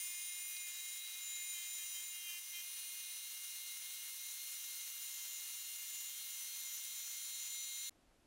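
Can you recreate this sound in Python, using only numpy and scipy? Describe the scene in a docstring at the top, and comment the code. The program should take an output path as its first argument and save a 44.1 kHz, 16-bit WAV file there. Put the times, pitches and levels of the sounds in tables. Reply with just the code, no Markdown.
"""In a workshop, a small wet tile saw grinds through a slab of stone, heard from a fixed spot beside it.
The blade rubs the stone about 353 times a second. This makes a stack of sine overtones that sags under load
and swells near the rings of the steel disc. Filtered noise makes the grit's hiss, the water's fizz and a
breaking flake. The saw stops at once, leaving a quiet room of low filtered noise with a few soft bumps."""
import sys
import numpy as np
from scipy import signal
from scipy.fft import rfft, irfft
from scipy.io import wavfile

SR = 44100
rng = np.random.default_rng(int(sys.argv[2]) if len(sys.argv) > 2 else 0)


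def int16_out(signal):
    """Quantize to a 16-bit WAV file."""
    q = np.round(np.clip(np.atleast_2d(signal).T, -1, 1) * 32767)
    wavfile.write(sys.argv[1], SR, q.astype(np.int16))


N = 364266
TIME = np.arange(N) / SR  # s
FREQ = np.maximum(np.arange(N // 2 + 1) * SR / N, 1)  # Hz, kept above 0 for the logarithm
FREE_HZ = 352.1  # below this rubbing rate the blade starts to bind


def undb(db):
    """Turn decibels into a gain."""
    return np.exp(np.asarray(db) * (np.log(10) / 20))


def level(x, db):
    """Scale a sound to an rms level in dB."""
    return x * undb(db) / np.sqrt(np.mean(x ** 2))


def curves(table):
    """Join the points of a timed table with straight lines: one curve per column."""
    s, *columns = np.transpose(table)
    return [np.interp(TIME, s, column) for column in columns]


def swing(db):
    """Shift a level curve so that its mean power is 0 dB."""
    return db - 10 * np.log10(np.mean(undb(db) ** 2))


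def walk(rate):
    """Wander by chance: straight lines between random values, `rate` of them a second, spread near 1."""
    s = np.arange(0, N / SR + 1, 1 / rate)
    shift = rng.random() / rate
    return np.interp(TIME, s - shift, rng.standard_normal(len(s)))


def hold(start, end, ramp):
    """Rise, hold and fall between 0 and 1; start and end are halfway up and down the ramps."""
    return np.clip(.5 + np.minimum(TIME - start, end - TIME) / ramp, 0, 1)


def colour(x, points):
    """Filter a sound by a spectrum of (Hz, dB) points."""
    hz, db = np.transpose(points)
    gain = undb(np.interp(np.log(FREQ), np.log(hz), db))
    return irfft(rfft(x) * gain, N)


def resonate(x, hz, width):
    """Pass a sound through one damped resonance, with gain 1 at its centre."""
    b, a = signal.iirpeak(hz, hz / width, fs=SR)
    return signal.lfilter(b, a, x + 1e-18)  # the tiny offset keeps silence from being exactly zero


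def bursts(table):
    """Make short knocks: each a dying puff of noise sent twice through one broad resonance."""
    out = np.zeros(N)
    for s, db, hz, width, decay in table:
        fade = (TIME >= s) * np.exp(-np.abs(TIME - s) / decay)
        puff = fade * rng.standard_normal(N)
        knock = resonate(resonate(puff, hz, width), hz, width)
        # the fade's own rms makes the table's level that of the knock before it dies away
        out += level(knock, db) * np.sqrt(np.mean(fade ** 2))
    return out


# harder pushes on the stone, each slowing the blade for a moment:
# (middle t/s, length at half the sag t/s, sag f/Hz)
PUSHES = [(0.692, 0.059, 2.5), (.79, 0.076, 2.3), (1.137, .16, 1.0), (1.403, .05, 1.3), (1.604, .14, 3.7),
          (1.81, .08, 3.6), (1.973, .08, 3.7), (2.205, .1, 1.52), (2.326, .135, 6.0), (2.572, 0.091, 4.55),
          (5.032, 0.077, 1.43), (5.239, .18, 2.48), (5.598, 0.079, 1.3), (5.8, 0.072, 1.34),
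          (5.999, 0.17, 1.76), (6.71, 0.078, 3.2), (7.102, .14, 1.53), (7.45, .12, 1.29)]


def sag():
    """How far the pushes slow the rubbing, in Hz: each builds, holds briefly and eases."""
    return sum(hz * .5 ** (np.abs(2 * (TIME - s) / length) ** 3) for s, length, hz in PUSHES)


# the steady feed of the stone: (t/s, rubbing rate f/Hz)
FEED = [(0, 352.7), (.32, 352.5), (.39, 354), (1.2, 353.4), (3.3, 353.5), (4.17, 355), (4.7, 354),
        (6.0, 353.9), (6.35, 354.7), (7.89, 354.4)]
TREMBLE_HZ, TREMBLE_PER_S = 0.4504, 16  # size, and changes a second


def rubbing_rate(sag_hz):
    """Rubs a second: the feed sets the rate, pushes lower it and uneven stone makes it tremble."""
    feed_hz, = curves(FEED)
    return feed_hz - sag_hz + TREMBLE_HZ * walk(TREMBLE_PER_S)


# how hard the rim grinds, before centring on its mean power: (t/s, level/dB)
GRIND = [(0, -1), (.4, -0.3), (.8, 0.9), (1.4, 0.3), (2.4, 0.5), (3.3, 0.55), (4.5, 1.25), (6.0, 1.3),
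         (7.1, 1), (7.45, 1.5), (7.62, -0.9), (7.87, 0)]
GRIND_DB_PER_HZ = 0.23  # a push grinds louder, per Hz of sag


def grinding_force(sag_hz):
    """Grinding strength in dB: it follows the feed and rises as pushes slow the blade."""
    feed_db, = curves(GRIND)
    return swing(feed_db + GRIND_DB_PER_HZ * sag_hz)


# rings of the steel disc: (f/Hz, reach over nearby overtones f/Hz, width under grit f/Hz, grit level/dB)
RINGS = [(2164, 510, 97, -81), (2870, 274, 890, -72.5), (3884, 460, 400, -65), (5975, 190, 200, -64),
         (7030, 400, 120, -60.5), (9520, 650, 690, -63), (11890, 280, 170, -59)]
# how each ring answers the load, in the order of RINGS:
# (gain deep in the stone level/dB, change per Hz of sag level/dB)
RING_LOAD = [(-5, 0.14), (-5, 1.3), (-0.5, -0.74), (2.5, -0.4), (-0.9, 0.1), (-1.7, -0.93), (3, .5)]
# the blade sinks from the edge into the body of the stone: (t/s, depth/0-1)
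DEPTH = [(2.1, 0.01), (2.7, 1)]
# the kerf (the cut slot) catches the disc and one ring takes hold, or is choked (negative lift):
# (start t/s, end t/s, ring f/Hz, lift level/dB, rise and fall t/s)
SWELLS = [(-.2, .8, 2164, 4, 0.17), (1.33, 1.56, 2164, 4.5, .1), (2.5, 2.636, 2164, 3.5, .08),
          (3.5, 4.4, 2164, 1.5, .15), (7.5, 8.1, 2164, 3, .2), (-.2, 0.377, 2870, 3.5, .06),
          (2.497, 4.1, 2870, 4.5, 0.17), (4.502, 6.4, 2870, 5, .2), (0.76, 1.842, 3884, 4.5, 0.13),
          (2.103, 2.68, 3884, -3, 0.084), (2.5, 5.953, 3884, 3.5, 0.091), (5.996, 8.1, 3884, 3, 0.27),
          (6.5, 8.1, 3884, 2.5, 0.23), (7.5, 8.1, 3884, 5, 0.11), (-.2, .63, 5975, 3.5, .1),
          (1.87, 1.933, 5975, 7, .04), (1.7, 2.7, 5975, 3.5, 0.15), (6.61, 8.1, 5975, 4.5, 0.26),
          (7.55, 7.66, 5975, 3, 0.046), (-.2, 1.12, 7030, 7.5, .15), (-.2, .41, 7030, 4, .06),
          (0.59, .98, 7030, 5, .06), (1.178, 2.142, 7030, 12.5, .1), (4.15, 8.105, 7030, 8, .2),
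          (5, 5.4, 7030, 4.5, 0.095), (5.87, 6.11, 7030, 4, 0.054), (6.61, 8.103, 7030, 4.5, .15),
          (7.39, 8.1, 7030, 4.5, 0.13), (-.2, .07, 9520, 4.5, .06), (-.2, .68, 9520, 5, .15),
          (1.44, 1.53, 9520, 6, .06), (1.72, 2.05, 9520, 3, .08), (2.7, 3.25, 9520, 3, .1),
          (0.46, .55, 11890, 13.5, .06), (2.26, 2.66, 11890, 2, .08), (4.24, 7.15, 11890, 3.2, .4),
          (6.54, 6.8, 11890, 3.5, .1)]
WANDER_DB, WANDER_PER_S = 1.15, 14  # the rings trade strength by chance
SETTLED = 0.59  # share of that wander left deep in the stone


def ring_levels(sag_hz):
    """Each ring's swing in dB: it follows depth and load, wanders, and swells when the kerf catches it."""
    depth, = curves(DEPTH)
    wander_db = WANDER_DB * (1 + depth * (SETTLED - 1))
    rings = []
    for deep_db, db_per_hz in RING_LOAD:
        load_db = deep_db * depth + db_per_hz * sag_hz
        rings.append(load_db + wander_db * walk(WANDER_PER_S))
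    for start, end, hz, lift_db, ramp in SWELLS:
        nearest = np.argmin([abs(ring[0] - hz) for ring in RINGS])
        rings[nearest] += lift_db * hold(start, end, ramp)
    return np.array([swing(db) for db in rings])


# the stone pinches the rim and the overtone nearest f squeals: (start t/s, end t/s, f/Hz, lift level/dB)
SQUEALS = [(-.2, .38, 2470, 2), (-.2, .38, 2830, 1.5), (-.2, .38, 3530, 8), (0.403, 0.694, 2470, 4.5),
           (1.542, 1.682, 3180, 1.5), (1.197, 2.14, 7060, 3), (1.95, 2.032, 3180, 5.5),
           (2.14, 2.394, 3180, 5), (2.1, 2.384, 2830, 7.5), (2.259, 2.379, 2470, 6), (2.53, 2.631, 3180, 6),
           (2.531, 3.15, 2470, 9.5), (2.53, 4.122, 2830, 2), (5.184, 5.31, 3180, 5),
           (5.301, 5.847, 2830, 2), (5.9, 6.09, 7060, 2.5), (6.1, 7.95, 3180, 4.5), (7.2, 7.951, 8120, 8)]
SQUEAL_RAMP_S = 0.013


def squeal_db(k):
    """Lift in dB of the k-th overtone while the pinched rim squeals."""
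    return sum(db * hold(start, end, SQUEAL_RAMP_S)
               for start, end, hz, db in SQUEALS if round(hz / FREE_HZ) == k)


# the whine's overtones, one row for each multiple of the rubbing rate from the 3rd up:
# (as the blade enters level/dB, deep in the stone level/dB, extra while it binds level/dB)
OVERTONES = [(-85.5, -88, 0), (-95, -83.5, 3), (-77.5, -82, 5.5), (-62.5, -61, 1), (-67.5, -74, 4),
             (-66, -62.5, -3), (-65.5, -67.5, 7), (-71, -67.5, 2), (-57, -61, 4.5), (-72.5, -62.5, 6.5),
             (-76.5, -82, 0), (-68.5, -75, 3.5), (-67.5, -70.5, 0), (-82, -68, 12.5), (-61.5, -60, -1),
             (-63, -63, 4), (-64.5, -64, 0), (-57, -58.5, -5), (-82, -73, 1), (-71, -70.5, 1),
             (-66.5, -72, 0), (-72.5, -68, 5), (-61, -73, 6), (-61.5, -62, -14), (-60, -59, 3),
             (-63, -60.5, -6), (-71, -69, 2), (-71, -72, -2), (-73.5, -74.5, -1), (-74, -77, -10.0),
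             (-81, -77, -5), (-69, -66, 6), (-63, -67, -4), (-82.5, -74.2, 2), (-77, -72.5, -7),
             (-82, -75.5, 9), (-78, -78.5, -4), (-80, -82.5, 5), (-68, -84, -3), (-71, -74, 1),
             (-61.5, -71, -3), (-65.5, -69, 1)]
# the rim rubs cleanest on first contact and near the end, lifting overtones between the rings:
# (t/s, level/dB)
RUB = [(0, 7), (.35, 1), (.42, -1.5), (1.2, -4.5), (1.6, -1), (2.6, -2), (3.6, 1), (7.1, 0.5), (7.6, 1.5)]
BIND_SAG_HZ = 2.8  # this far below the free rate the blade binds hard


def whine(rubs, speed_hz, grind_db, ring_swings, flicker_db=1.26, waver=0.12, drift=0.44, bite=0.92):
    """Overtones locked to the rubbing; each swells with the rings of the disc that lie near it."""
    out = np.zeros(N)
    depth, = curves(DEPTH)
    rub_db, = curves(RUB)
    binding = np.clip((FREE_HZ - speed_hz) / BIND_SAG_HZ, 0, 1)
    pressure_db = bite * grind_db + rub_db
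    for k, (entry_db, deep_db, bind_db) in enumerate(OVERTONES, 3):
        near = np.array([1 / (1 + ((k * FREE_HZ - hz) / reach) ** 4) for hz, reach, _, _ in RINGS])
        near /= max(near.sum(), 1)
        # the balance changes as the kerf closes round the disc
        db = entry_db + depth * (deep_db - entry_db)
        db += binding * bind_db + squeal_db(k)
        # overtones far from any ring just follow the pressure on the stone
        db += near @ ring_swings + (1 - near.sum()) * pressure_db
        # the shifting contact makes strength and phase flutter; high overtones vary most in strength
        db += flicker_db * (1 + k / 30) * walk(20)
        phase = 2 * np.pi * (k * rubs + rng.random())
        phase += waver * walk(50) + drift * walk(1)  # radians
        out += np.sqrt(2) * undb(db) * np.sin(phase)
    return out


def grains(rubs, spread_db=2.5, pulsing=0.16, recut=0.11):
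    """Countless tiny fractures of uneven size, thicker once in every rub."""
    size = undb(spread_db * np.repeat(rng.standard_normal(N // 6 + 1), 6)[:N])  # new every 6 samples
    pulse = 1 + pulsing * np.cos(2 * np.pi * rubs)
    cracks = rng.standard_normal(N) * size * pulse
    # each rub meets the roughness left by the one before, which gathers the hiss round the overtones
    return cracks + recut * np.interp(rubs - 1, rubs, cracks)


# tone of the stone grit, before the hiss is set to its level: (f/Hz, level per Hz/dB)
GRIT = [(30, -29.5), (100, -24), (300, -27), (480, -24), (700, -17), (1000, -12), (1600, -8), (2500, -2.5),
        (4700, -2.5), (6500, 2.5), (7800, -1.5), (10500, 1.5), (13500, -5.5), (15300, 2)]


def grinding(rubs, grind_db, ring_swings, hiss_db=-49.5, sputter_db=1.2, follow=0.61):
    """Diamonds crush wet stone: a broad hiss, and rough ringing where the grit strikes the disc."""
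    hiss = level(colour(grains(rubs), GRIT), hiss_db)
    out = hiss * undb(grind_db + sputter_db * walk(70))
    # the thin disc radiates little bass
    no_bass = signal.butter(2, 1500, "high", fs=SR, output="sos")
    strikes = signal.sosfilt(no_bass, grains(rubs))
    for (hz, _, width, db), ring_db in zip(RINGS, ring_swings):
        ringing = resonate(strikes, hz, width) * undb(follow * ring_db)
        out += level(ringing, db)
    return out


def spray(drop_db=7.5, centre_hz=14500, width_hz=4500, db=-62):
    """Water flung off the rim patters as a fine, bright fizz: noise of fast-changing strength."""
    drops = rng.standard_normal(N) * undb(drop_db * np.clip(walk(1500), -3, 2))
    fizz = resonate(resonate(drops, centre_hz, width_hz), centre_hz, width_hz)
    return level(fizz, db)


# a flake breaks off the edge: (t/s, starting level/dB, centre f/Hz, width f/Hz, decay t/s)
CHIPS = [(.566, -45.5, 5000, 5500, 0.0077)]


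def chips():
    """A breaking flake gives one short, bright knock of resonant noise."""
    return bursts(CHIPS)


# tone and strength of the quiet room, before ROOM_DB sets the overall level: (f/Hz, level per Hz/dB)
ROOM = [(8.8, -31.5), (15, -8), (27, -3.5), (144, -15), (319, -11), (435, -19.5), (647, -17), (789, -19),
        (962, -23.5), (2250, -26), (8750, -33.5), (12500, -36), (13500, -62)]
ROOM_DB = -71.5
# soft handling bumps in the quiet: (t/s, starting level/dB, centre f/Hz, width f/Hz, decay t/s)
BUMPS = [(7.955, -75, 326, 440, 0.03), (8.112, -68, 420, 706, 0.013), (8.142, -84, 3000, 6000, .018)]


def quiet_room(side_db=-20):
    """A low rumble of still air, slightly different left and right, with a few soft bumps."""
    mid, side = (level(colour(rng.standard_normal(N), ROOM), ROOM_DB) for _ in range(2))
    left_right = np.array([[1], [-1]])
    return mid + bursts(BUMPS) + undb(side_db) * side * left_right


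STOP_S, ROOM_S = 7.8945, 7.905  # the saw stops; the room starts after a tiny silent gap


def scene():
    """The saw, dead centre, until the sound switches to the quiet room."""
    sag_hz = sag()
    speed_hz = rubbing_rate(sag_hz)
    rubs = np.cumsum(speed_hz) / SR  # running count of rubs
    grind_db = grinding_force(sag_hz)
    ring_swings = ring_levels(sag_hz)
    saw = whine(rubs, speed_hz, grind_db, ring_swings)
    saw += grinding(rubs, grind_db, ring_swings)
    saw += spray() * undb(grind_db) + chips()
    return saw * (TIME < STOP_S) + quiet_room() * (TIME > ROOM_S)


TOP_HZ = 15750


def record(dry):
    """Cut the treble above TOP_HZ steeply with a low-pass filter."""
    low_pass = signal.ellip(12, .1, 80, TOP_HZ, fs=SR, output="sos")
    return signal.sosfilt(low_pass, dry)


dry = scene()
out = record(dry)
int16_out(out)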